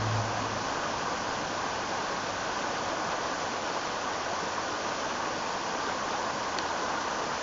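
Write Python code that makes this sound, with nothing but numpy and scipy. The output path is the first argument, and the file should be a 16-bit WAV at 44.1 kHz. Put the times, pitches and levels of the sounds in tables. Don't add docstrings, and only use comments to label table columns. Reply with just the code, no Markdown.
import sys
import numpy as np
from scipy import signal
from scipy.fft import rfft, irfft
from scipy.io import wavfile

SR = 44100
rng = np.random.default_rng(int(sys.argv[2]) if len(sys.argv) > 2 else 0)


def pcm_store(signal):
    levels = np.round(np.clip(np.atleast_2d(signal), -1, 1) * 32767)
    wavfile.write(sys.argv[1], SR, levels.astype(np.int16).T)


N = 327222


def churn():
    # f/Hz, level/dB
    spectrum = [(20, -16.5), (45, -14), (90, -12), (160, -8.5), (200, -5.5), (320, -3.5), (385, -5.5),
                (500, -1.75), (1000, 0), (1200, -1), (1510, -2.5), (1640, -7), (1800, -10.5), (2300, -18.5),
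                (5000, -34.5)]
    wash_db, near_db = -34, -37.5
    wash = rush(spectrum, patchy_db=0.94, patch_hz=300, patch_s=0.031)
    near = bubbles(low_hz=139.1, high_hz=2423, per_s=2600, cycles=23.4, rise=0.13, spread_db=2.5, count=48)
    return gain_of(wash_db) * wash + gain_of(near_db) * evened(colour(near, spectrum))


def spray():
    # f/Hz, level/dB
    spectrum = [(900, -25.5), (1950, -0.5), (2200, -3), (2500, 1.5), (2690, 0), (3050, 0.55), (3550, -1),
                (3780, -3), (3980, -2.9), (4250, -0.8), (5600, -0.8), (5870, 0.9), (6250, -2), (6600, -3.5),
                (7100, -6), (7500, -25)]
    fizz_db, drops_db = -42.5, -46.5
    fizz = rush(spectrum, patchy_db=0.82, patch_hz=600, patch_s=0.028)
    drops = bubbles(low_hz=1590, high_hz=7260, per_s=5000, cycles=24, rise=0.081, spread_db=2.6, count=36)
    return gain_of(fizz_db) * fizz + gain_of(drops_db) * evened(colour(drops, spectrum))


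def hollow():
    # t/s, level/dB
    levels = [(0, -51), (.9, -47.5), (1.5, -54), (5.95, -53), (6.15, -42), (6.9, -41.5), (7.42, -47)]
    centre_hz, bandwidth_hz, drift_hz = 995, 71, 44.5
    hz = np.fft.rfftfreq(N, 1 / SR)
    cloud = bubbles(low_hz=781, high_hz=1142, per_s=220, cycles=36, rise=0.1, spread_db=1.0, count=12)
    ringing = irfft(rfft(cloud) / (1 + 2j * (hz - centre_hz) / bandwidth_hz), N)
    drift_cycles = np.cumsum(drift_hz * wander(rate_hz=2.7)) / SR
    shifted = (signal.hilbert(ringing) * np.exp(2j * np.pi * drift_cycles)).real
    return gain_of(follow(levels)) * evened(shifted)


def gulps():
    # t/s, f/Hz, level/dB, t60/s, rise as a fraction of f
    pockets = [(.372, 707, -28, 0.11, .1), (.413, 260, -27.5, 0.069, .15), (.528, 203, -31, .08, 0.09),
               (.705, 1000, -27.5, 0.075, .1), (.858, 1200, -23, .055, .1), (1.662, 1540, -28, 0.051, .07),
               (2.93, 636, -24.5, 0.055, .2), (3.7632, 850, -24, .052, 1.5), (4.074, 1140, -26, .045, 0.13),
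               (4.075, 720, -21, 0.03, .1), (5.052, 864, -23, 0.049, .1), (5.064, 620, -26, .05, .1),
               (5.872, 408, -26, 0.052, .1), (6.141, 794, -29, .055, .15), (6.975, 1430, -24.5, 0.099, .07),
               (7.317, 1320, -26, .07, .07)]
    out = np.zeros(N)
    for s, hz, level_db, t60, rise in pockets:
        add(out, s, gain_of(level_db) * bubble(hz, t60, rise))
    return out


def tick():
    # f/Hz, level/dB, t60/s
    modes = [(1400, -4, .014), (1800, -6.5, 0.012), (2550, -6, 0.01), (3190, -2.5, .007),
             (4300, 5.5, 0.0058), (6050, -3, 0.0061)]
    # f/Hz, level/dB
    crack_spectrum = [(500, -20), (1500, -2), (6000, -5), (8000, -16)]
    # t/s, level/dB
    contacts = [(6.5864, -15), (6.5868, -31)]
    crack_db, crack_decay_s, attack_s = -6.5, 0.0013, 0.00051
    t = np.arange(SR // 20) / SR
    ring = sum(gain_of(db - 60 * t / t60) * np.sin(2 * np.pi * hz * t) for hz, db, t60 in modes)
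    attack = 1 - np.exp(-t / attack_s)
    out = np.zeros(N)
    for s, level_db in contacts:
        noise = evened(colour(rng.standard_normal(N), crack_spectrum))[:len(t)]
        crack = gain_of(crack_db) * noise * np.exp(-t / crack_decay_s)
        add(out, s, gain_of(level_db) * (ring + crack) * attack)
    return out


def drone():
    # t/s, level/dB
    levels = [(0, -33), (.11, -30), (.2, -31.5), (.3, -42.5), (.48, -42.5), (.64, -52.5), (1.35, -53.5),
              (2.1, -59), (2.35, -50.5), (2.6, -58), (7.42, -60.5)]
    # f/Hz, level/dB
    rumble_spectrum = [(15, -11.5), (42, 0.5), (90, 0), (230, 2), (400, -19), (1000, -55)]
    start_hz, sag_hz_per_s, waver_db = 109.6, 4.2, -0.9
    rumble_start_db, rumble_floor_db, fade_s = -42, -66, 2.6
    t = np.arange(N) / SR
    hz = start_hz - sag_hz_per_s * t
    tone = np.sqrt(2) * np.sin(2 * np.pi * np.cumsum(hz) / SR)
    tone_db = follow(levels) + waver_db * wander(rate_hz=7)
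    rumble = evened(colour(rng.standard_normal(N), rumble_spectrum))
    rumble_db = rumble_floor_db + (rumble_start_db - rumble_floor_db) * np.exp(-t / fade_s)
    return gain_of(tone_db) * tone + gain_of(rumble_db) * rumble


def rush(spectrum, patchy_db, patch_hz, patch_s):
    size, hop = 512, 128
    frames, hz = N // hop + 5, np.fft.rfftfreq(size, 1 / SR)
    real, imag, field = rng.standard_normal((3, frames, len(hz)))
    along_time = np.fft.fftfreq(frames, hop / SR)[:, None] * patch_s
    along_pitch = np.fft.fftfreq(len(hz), hz[1]) * patch_hz
    smoothing = np.exp(-(2 * along_pitch) ** 2) / (1 + (2 * along_time) ** 2)
    patches = evened(np.fft.ifft2(np.fft.fft2(field) * smoothing).real)
    spectrogram = (real + 1j * imag) * gain_of(patchy_db * patches)
    noise = signal.istft(spectrogram.T, nperseg=size, noverlap=size - hop)[1][:N]
    return evened(colour(noise, spectrum))


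def bubbles(low_hz, high_hz, per_s, cycles, rise, spread_db, count):
    out = np.zeros(N)
    pitches = np.geomspace(low_hz, high_hz, count)
    for hz in pitches:
        born = rng.random(N) < per_s * hz / pitches.sum() / SR
        strength_db = spread_db * np.minimum(rng.exponential(1, N), 4)
        t60 = cycles * rng.uniform(0.67, 1.46) / hz
        ring = bubble(hz, t60, rise)
        out += signal.oaconvolve(born * gain_of(strength_db), ring / np.linalg.norm(ring))[:N]
    return out - out.mean()


def bubble(hz, t60, rise):
    t = np.arange(0, t60, 1 / SR)
    envelope = gain_of(-60 * t / t60) * (1 - np.exp(-2 * hz * t))
    return envelope * np.sin(2 * np.pi * hz * t * (1 + rise * t / t60 / 2))


def gain_of(db):
    return 10 ** (np.asarray(db) / 20)


def evened(x):
    return x / np.sqrt(np.mean(x ** 2) + 1e-20)


def follow(rows):
    s, level_db = np.transpose(rows)
    return np.interp(np.arange(N) / SR, s, level_db)


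def colour(x, spectrum):
    points_hz, points_db = np.transpose(spectrum)
    hz = np.fft.rfftfreq(N, 1 / SR)
    response_db = np.interp(np.log(hz + 1), np.log(points_hz + 1), points_db)
    return irfft(rfft(x) * gain_of(response_db), N)


def wander(rate_hz):
    hz = np.fft.rfftfreq(N, 1 / SR)
    response = hz / (hz + 2) / (1 + (hz / rate_hz) ** 2)
    return evened(irfft(rfft(rng.standard_normal(N)) * response, N))


def add(mix, s, sound):
    part = mix[round(s * SR):][:len(sound)]
    part += sound[:len(part)]


def scene():
    # t/s, level/dB
    swell = [(0, 0.3), (.9, 0), (1.4, -0.26), (3.2, 0.1), (3.9, 0), (5.1, -0.26), (5.6, -0.1), (6.2, -0.16),
             (6.95, 0.5), (7.42, 0)]
    churn_db = follow(swell) + 0.18 * wander(rate_hz=7)
    spray_db = 0.23 * wander(rate_hz=7)
    water = churn() * gain_of(churn_db) + spray() * gain_of(spray_db) + hollow() + gulps()
    return np.tile(water + drone() + tick(), (2, 1))


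def record(dry, notch_hz=1335, notch_width_hz=85, notch_db=-6.0, cutoff_hz=7450):
    hz = np.fft.rfftfreq(N, 1 / SR)
    dip_db = notch_db * np.exp(-((hz - notch_hz) / notch_width_hz) ** 2)
    coloured = irfft(rfft(dry) * gain_of(dip_db), N)
    low_pass = signal.firwin(511, cutoff_hz, window=("kaiser", 9), fs=SR)
    return signal.oaconvolve(coloured, low_pass[None], "same")


dry = scene()
out = record(dry)
pcm_store(out)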